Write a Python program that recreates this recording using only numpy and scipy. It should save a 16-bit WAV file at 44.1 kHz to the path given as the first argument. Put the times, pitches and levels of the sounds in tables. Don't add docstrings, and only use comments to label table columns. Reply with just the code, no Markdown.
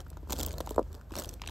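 import sys
import numpy as np
from scipy import signal
from scipy.fft import rfft, irfft, next_fast_len
from scipy.io import wavfile
from scipy.ndimage import uniform_filter1d, map_coordinates

SR = 44100
rng = np.random.default_rng(int(sys.argv[2]) if len(sys.argv) > 2 else 0)


def volts_from_decibels(level):
    exponent = np.asarray(level, float) / 20
    return 10 ** exponent


def persist_wave(psi):
    counts = np.round(np.clip(psi, -1, 1) * 32767).astype(np.int16)
    wavfile.write(sys.argv[1], SR, np.atleast_2d(counts).T)


N = 66150
LEAD = 128


def unit(x):
    return x / np.sqrt(np.mean(x ** 2) + 1e-20)


def along(points, hz):
    f, v = np.transpose(points)
    return np.interp(np.log(hz + 1), np.log(f + 1), v)


def curve(rows):
    return np.interp(np.arange(N) / SR, *np.transpose(rows))


def wobble(rate):
    return map_coordinates(rng.standard_normal(N // 100), [np.arange(N) * rate / SR])


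def filtered(x, response):
    m = next_fast_len(x.shape[-1] + 8192)
    f = np.fft.rfftfreq(m, 1 / SR) + 1e-3
    return irfft(rfft(x, m) * response(f), m)[..., :x.shape[-1]]


def noise(response):
    return filtered(rng.standard_normal(N), response)


def modes(table, f):
    return sum(volts_from_decibels(db) * 1j * f * w / (c * c - f * f + 1j * f * w) for c, w, db in table)


def place(times, grains):
    at = np.round(np.asarray(times) * SR).astype(int)[:, None] + np.arange(grains.shape[1])
    return np.bincount(np.clip(at, 0, N).ravel(), grains.ravel(), N + 1)[:N]


def place_contacts(s, db, grains):
    peak = np.abs(grains).max(axis=1, keepdims=True)
    return place(s - LEAD / SR, volts_from_decibels(db)[:, None] * grains / peak)


# time in seconds, level in dB.
HUM_LEVEL = [(0, -44.5), (.25, -43), (.45, -38), (.65, -41), (.76, -40.5), (1, -47.5), (1.3, -43.5),
             (1.5, -42.5)]
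# centre in Hz, width in Hz, level in dB.
HUM_TONES = [(52.9, 9.85, -3.5), (77.73, 13.5, -5), (96.2, 23, -15), (149, 40.5, -16)]
# frequency in Hz, level in dB per Hz.
HISS_COLOUR = [(100, 19), (300, -5.5), (1500, -36), (2000, -56), (5000, -36), (8000, -31), (12000, -20),
               (16000, -33)]
HUM_ROUGH_DB, HISS_DB = -11, -60.5


def hum():
    t = np.arange(N) / SR
    drone = 0
    for hz, width, db in HUM_TONES:
        level = volts_from_decibels(db + 2.8 * wobble(14.2))
        drift = 0.286 * width * np.cumsum(wobble(16)) / SR
        drone = drone + level * np.sin(2 * np.pi * (hz * t + drift))
    skirt = noise(lambda f: modes(HUM_TONES, f) / (1 + (42 / f) ** 8))
    hiss = unit(noise(lambda f: volts_from_decibels(along(HISS_COLOUR, f)) / (1 + (90 / f) ** 6)))
    rough_drone = unit(unit(drone) + volts_from_decibels(HUM_ROUGH_DB) * unit(skirt))
    return rough_drone * volts_from_decibels(curve(HUM_LEVEL)) + hiss * volts_from_decibels(HISS_DB + 0.68 * wobble(4.2))


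# time in seconds, level in dB.
DRAG = [(0, -45.5), (.03, -67), (.26, -66.5), (.31, -46), (.365, -47), (.4, -43), (.47, -51.5), (.55, -55),
        (.72, -54), (.84, -65), (.95, -58), (1.08, -66), (1.13, -54.5), (1.188, -41.5), (1.26, -53.5),
        (1.34, -55.5), (1.39, -66.5), (1.5, -54)]
# frequency in Hz, level in dB per Hz.
SCRAPE_COLOUR = [(80, -11), (200, -3), (300, -3), (480, -1), (1000, -13), (1700, -19), (2100, -35),
                 (3500, -77)]
# frequency in Hz, level in dB.
BEAD_COLOUR = [(300, -28), (900, -2.5), (2000, -8), (3500, 1.5), (7000, 1), (10000, 2), (14000, -4),
               (16300, -7)]
SCRAPE_DB, FIZZ_DB = 1.5, -13.5


def scrape():
    low = unit(noise(lambda f: volts_from_decibels(along(SCRAPE_COLOUR, f))))
    fizz = unit(noise(lambda f: volts_from_decibels(along(BEAD_COLOUR, f))))
    drag_db = curve(DRAG)
    low = low * volts_from_decibels(drag_db + SCRAPE_DB + 3.13 * wobble(90))
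    return low + fizz * volts_from_decibels(drag_db + FIZZ_DB + 5.2 * wobble(220))


# start in seconds, peak in dB,
# hardness in dB per octave, ring of the spot in Hz.
DROPS = [(0.065, -41, 5, 1430), (0.115, -43.5, -3, 340), (0.128, -50, 15, 1320), (0.17, -36.5, -3, 1410),
         (0.23, -39, -8, 350), (0.272, -41.5, -1.5, 260), (0.296, -34, 12, 950), (0.305, -29.5, -2, 370),
         (0.324, -29.5, 7, 840), (0.334, -28, -8, 540), (0.387, -32, -4, 440), (0.396, -34, -7, 500),
         (0.432, -44, 2, 600), (0.508, -39, -6, 840), (0.539, -36.5, -0.5, 610), (0.583, -34, -3, 580),
         (0.604, -22.5, -2, 528), (0.692, -40, -6, 480), (0.944, -43, -6, 300), (1.012, -48, 22, 1420),
         (1.108, -41, 5, 880), (1.118, -35.5, -12, 317), (1.165, -31, -8.5, 835), (1.219, -34, 6, 1270),
         (1.493, -38.5, -1, 890),
         (0.6728, -27.5, -1, 840),
    (0.7089, -24.5, -6, 430),
    (.762, -31.5, -3, 428),
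    (0.814, -27, -12, 540),
    (1.4179, -41, 3.5, 1040),
    (1.396, -54, 23, 1400),
]
THUMPS = [
    (.7802, -11, -2.5, 520),
    (.7922, -13.5, -3, 500),
]
# centre in Hz, width in Hz, level in dB.
BOARD_MODES = [(311, 130, 4), (430, 48, -4.5), (563, 94, -1), (950, 144, 3), (1310, 490, -17)]
BEND_S = 0.002217
BOARD_TOP_HZ, BOARD_LOW_HZ, DROP_DB = 1335, 224, -0.5
SPOT_SPREAD_DB = 1.2
RING_DB, RING_WIDTH = 7.5, 0.23


def board():
    s, db, hard, ring = np.transpose(DROPS + THUMPS)
    blow = np.zeros((len(s), 4096))
    blow[:, LEAD] = 1
    spot = rng.standard_normal((len(s), len(BOARD_MODES), 1)) * SPOT_SPREAD_DB
    table = [(c, w, level + spot[:, k]) for k, (c, w, level) in enumerate(BOARD_MODES)]
    table.append((ring[:, None], RING_WIDTH * ring[:, None], RING_DB))

    def response(f):
        travel = np.exp(-4j * np.pi * BEND_S * (np.sqrt(1000 * f) - 0.253 * f))
        edges = 1 / (1 + (f / BOARD_TOP_HZ) ** 8) / (1 + (BOARD_LOW_HZ / f) ** 6)
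        hardness = volts_from_decibels(hard[:, None] * np.log2(np.clip(f, 200, 2000) / 550))
        return modes(table, f) * travel * edges * hardness

    return place_contacts(s, db + DROP_DB, filtered(blow, response))


CRACK_T60, RISE_S, LUMPY_DB = 0.005, 0.001, 4


def clicks(s, db, bright):
    t = np.arange(768) / SR
    fade = volts_from_decibels(-60 * t / CRACK_T60) * (1 - np.exp(-t / RISE_S)) ** 2
    crack = rng.standard_normal((len(s), len(t))) * fade
    luck = rng.random((len(s), 2))
    phase, spacing_hz = luck[:, :1], 1500 + 1500 * luck[:, 1:]

    def colour(f):
        lumps = LUMPY_DB * np.cos(2 * np.pi * (phase + f / spacing_hz))
        tilt = bright[:, None] * np.log2(np.clip(f, 2400, None) / 6000)
        return volts_from_decibels(along(BEAD_COLOUR, f) + lumps + tilt)

    return place_contacts(s, db, filtered(np.pad(crack, ((0, 0), (LEAD, 0))), colour))


# start in seconds, peak in dB, brightness in dB per
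MORE_CLICKS = [
    (0.3386, -38, -5),
    (.3824, -33, 2),
    (0.4127, -34, -1),
    (.4914, -35, 1),
    (0.5167, -34.5, -2),
    (0.525, -41.5, 0),
    (0.9431, -45.5, -5.5),
    (1.2801, -44, -4),
    (1.4494, -47, -13),
]
# start in seconds, peak in dB, pitch in Hz.
RINGS = [(.1296, -46, 4450), (0.1695, -44, 3720), (.3282, -17, 3450), (0.4101, -14, 3250),
         (.4304, -22, 7800), (0.4633, -20, 7400), (0.582, -25, 4200), (.7068, -45, 6000),
         (0.7594, -29, 7550), (1.1373, -35, 2700), (1.1534, -21, 4340), (1.1847, -24, 5700),
         (1.2206, -29, 5100), (1.2886, -16, 6040), (1.418, -25, 1890), (1.4165, -22, 2830),
         (1.4177, -38, 5100), (1.44, -33, 2700), (1.463, -33, 2850), (1.4738, -14, 2660),
         (1.4744, -23, 3940)]
PING_DB, PING_T60, PING_LATE_S = -12, 0.0058, 0.00122


def ticks():
    s, db, bright = np.transpose(MORE_CLICKS)
    at, ping_db, hz = np.transpose(RINGS)[:, :, None]
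    t = np.arange(768) / SR
    fade = volts_from_decibels(ping_db + PING_DB - 60 * t / PING_T60) * (1 - np.exp(-t / RISE_S)) ** 2
    ping = fade * np.sin(2 * np.pi * hz * t)
    return clicks(s, db, bright) + place(at[:, 0] + PING_LATE_S, 4 * ping)


# start in seconds, peak in dB, brightness in dB per octave.
FIRST_TURN = [(0.0034, -32.5, -4), (0.0673, -53.5, -5), (0.0806, -46, 13), (0.1014, -38, 2),
              (0.1308, -45, -11), (0.1708, -42.5, -1.5), (0.208, -53, 17), (0.2972, -34.5, -2.5),
              (0.3015, -33.5, 2), (0.3061, -26, -3), (0.3135, -36, -5), (0.3221, -19, 1.5),
              (0.3246, -25, -3.5), (0.329, -19.5, -1.5), (0.3376, -48, -10), (0.3636, -33.5, -3),
              (0.3703, -34, -0.5), (0.38, -53, -10), (0.388, -23.5, 2), (0.3955, -23, 0), (0.4026, -21, 0),
              (0.4097, -21.5, 3), (0.4271, -27, -0.5), (0.431, -17, 3.5), (0.437, -31, -3),
              (0.4486, -30.5, -7.5), (0.4625, -14.5, 10.5), (0.476, -36, -5), (0.4838, -31.5, -2.5),
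              (0.5077, -33.5, -4.5)]
SETTLING = [(0.5293, -28, 4.5), (0.539, -37.5, -5), (0.582, -28.5, 0.5), (0.6039, -28.5, 0),
            (0.6073, -28, -4.5), (0.6619, -34.5, 2), (0.6724, -35, -5.5), (0.692, -30, 1), (0.702, -38, 8),
            (0.7066, -26, 3), (0.7185, -40, -3), (0.7445, -39, -3), (0.7602, -34.5, 1), (0.7828, -41.5, -4),
            (0.793, -38.5, -1), (0.828, -45, -4.5), (0.9287, -41, 0.5), (0.9496, -37, -0.5),
            (1.0122, -48, 0), (1.0745, -64, 10), (1.1073, -43, -7), (1.1199, -37.5, -3.5), (1.126, -45, -8),
            (1.1375, -32.5, -23)]
SECOND_TURN = [(1.1542, -25, -4.5), (1.1648, -28, 0), (1.1687, -35, -7), (1.1773, -30.5, -4),
               (1.186, -23.5, 0.5), (1.1905, -26, 1), (1.1973, -23, 2), (1.202, -37, 0), (1.2105, -36, -1),
               (1.2212, -28.5, -2.5), (1.2373, -31, -1), (1.2454, -28.5, -2.5), (1.2563, -32, 0),
               (1.2915, -28.5, 1), (1.2971, -43.5, -2), (1.329, -46, -6), (1.3386, -31, 3.5),
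               (1.3965, -46.5, -19), (1.4177, -26, -7), (1.427, -45, -13), (1.437, -34.5, -19),
               (1.4401, -35, -20), (1.4614, -36, -12), (1.4746, -23.5, -5.5), (1.4872, -29, -17),
               (1.4944, -34, -2)]
CLICK_DB = -1
RATTLE_PER_S, RATTLE_DB, RATTLE_GROWS, RATTLE_SPREAD_DB = 700, -4, 1.38, 3.5


def beads():
    s, db, bright = np.transpose(FIRST_TURN + SETTLING + SECOND_TURN)
    clear = clicks(s, db + CLICK_DB, bright)
    drag_db = curve(DRAG)
    hardest_db = drag_db.max()
    luck = rng.random((int(RATTLE_PER_S * N / SR), 3))
    at = luck[:, 0] * (N - 1)
    size_db = hardest_db + RATTLE_GROWS * (drag_db[at.astype(int)] - hardest_db)
    size_db = size_db - RATTLE_SPREAD_DB * np.log(luck[:, 1])
    return clear + clicks(at / SR, size_db + RATTLE_DB, 6 * luck[:, 2] - 3)


def smear(x, t60, count):
    t = np.arange(SR // 8) / SR
    tails = rng.standard_normal((count, len(t))) * volts_from_decibels(-60 * t / t60)
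    tails = tails / np.linalg.norm(tails, axis=1, keepdims=True)
    stretch = np.arange(N) * (count - 1) / N
    share = np.clip(1 - np.abs(stretch - np.arange(count)[:, None]), 0, 1)
    return signal.fftconvolve(x * np.sqrt(share), tails, axes=1).sum(axis=0)[:N]


# frequency in Hz, level of the unlike part in dB.
APART = [(60, -11.5), (200, -19.5), (700, -13.5), (1500, -23), (3500, -11), (6500, -12), (10000, -15),
         (13500, -10)]


def unlike(mid):
    z = signal.stft(mid, nperseg=256)[2]
    turn = uniform_filter1d(rng.standard_normal(z.shape), size=5, axis=0)
    turn = uniform_filter1d(turn, size=9, axis=1)
    turned = signal.istft(z * np.exp(3j * unit(turn)), nperseg=256)[1][:N]
    return filtered(turned, lambda f: volts_from_decibels(along(APART, f)))


ROOM_T60, ROOM_DB = 0.062, -10
BEAD_ROOM_DB = -5


def scene():
    click = beads()
    knock = board() + scrape()
    room = smear(knock + volts_from_decibels(BEAD_ROOM_DB) * click, ROOM_T60, count=16)
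    mid = click + knock + volts_from_decibels(ROOM_DB) * room + hum() + ticks()
    side = unlike(mid)
    return np.array([mid + side, mid - side])


# low edge in Hz, high edge in Hz, threshold in dB over
GATES = [(9150, 10750, 5), (15750, 17000, 12)]


def gated(x):
    hz, _, z = signal.stft(x.mean(axis=0), SR, nperseg=512, noverlap=384)
    muted = np.zeros(z.shape)
    for low, high, db in GATES:
        band = (hz > low) & (hz < high)
        size = np.linalg.norm(z[band], axis=0)
        muted[band] = size < volts_from_decibels(db) * np.median(size)
    return x - signal.istft(z * muted, SR, nperseg=512, noverlap=384)[1][:N]


# frequency in Hz, lead of the left port in radians.
PORT_PHASE = [(100, 0), (7400, -.2), (8200, -.8), (9200, -2.75), (10700, -3.5), (11600, -5.2),
              (13500, -6.3), (15800, -7.7)]
TOP_HZ, EDGE_HZ, EDGE_DB = 16600, 15900, -16


def ports(f):
    phase = np.exp(.5j * along(PORT_PHASE, f) * np.array([[1], [-1]]))
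    return phase * (f < TOP_HZ) * volts_from_decibels(EDGE_DB * (f > EDGE_HZ))


def low_pass(x):
    return signal.sosfilt(signal.butter(12, 16620, fs=SR, output="sos"), x)


def record(dry):
    mix = gated(filtered(dry, ports))
    return low_pass(mix)


dry = scene()
out = record(dry)
persist_wave(out)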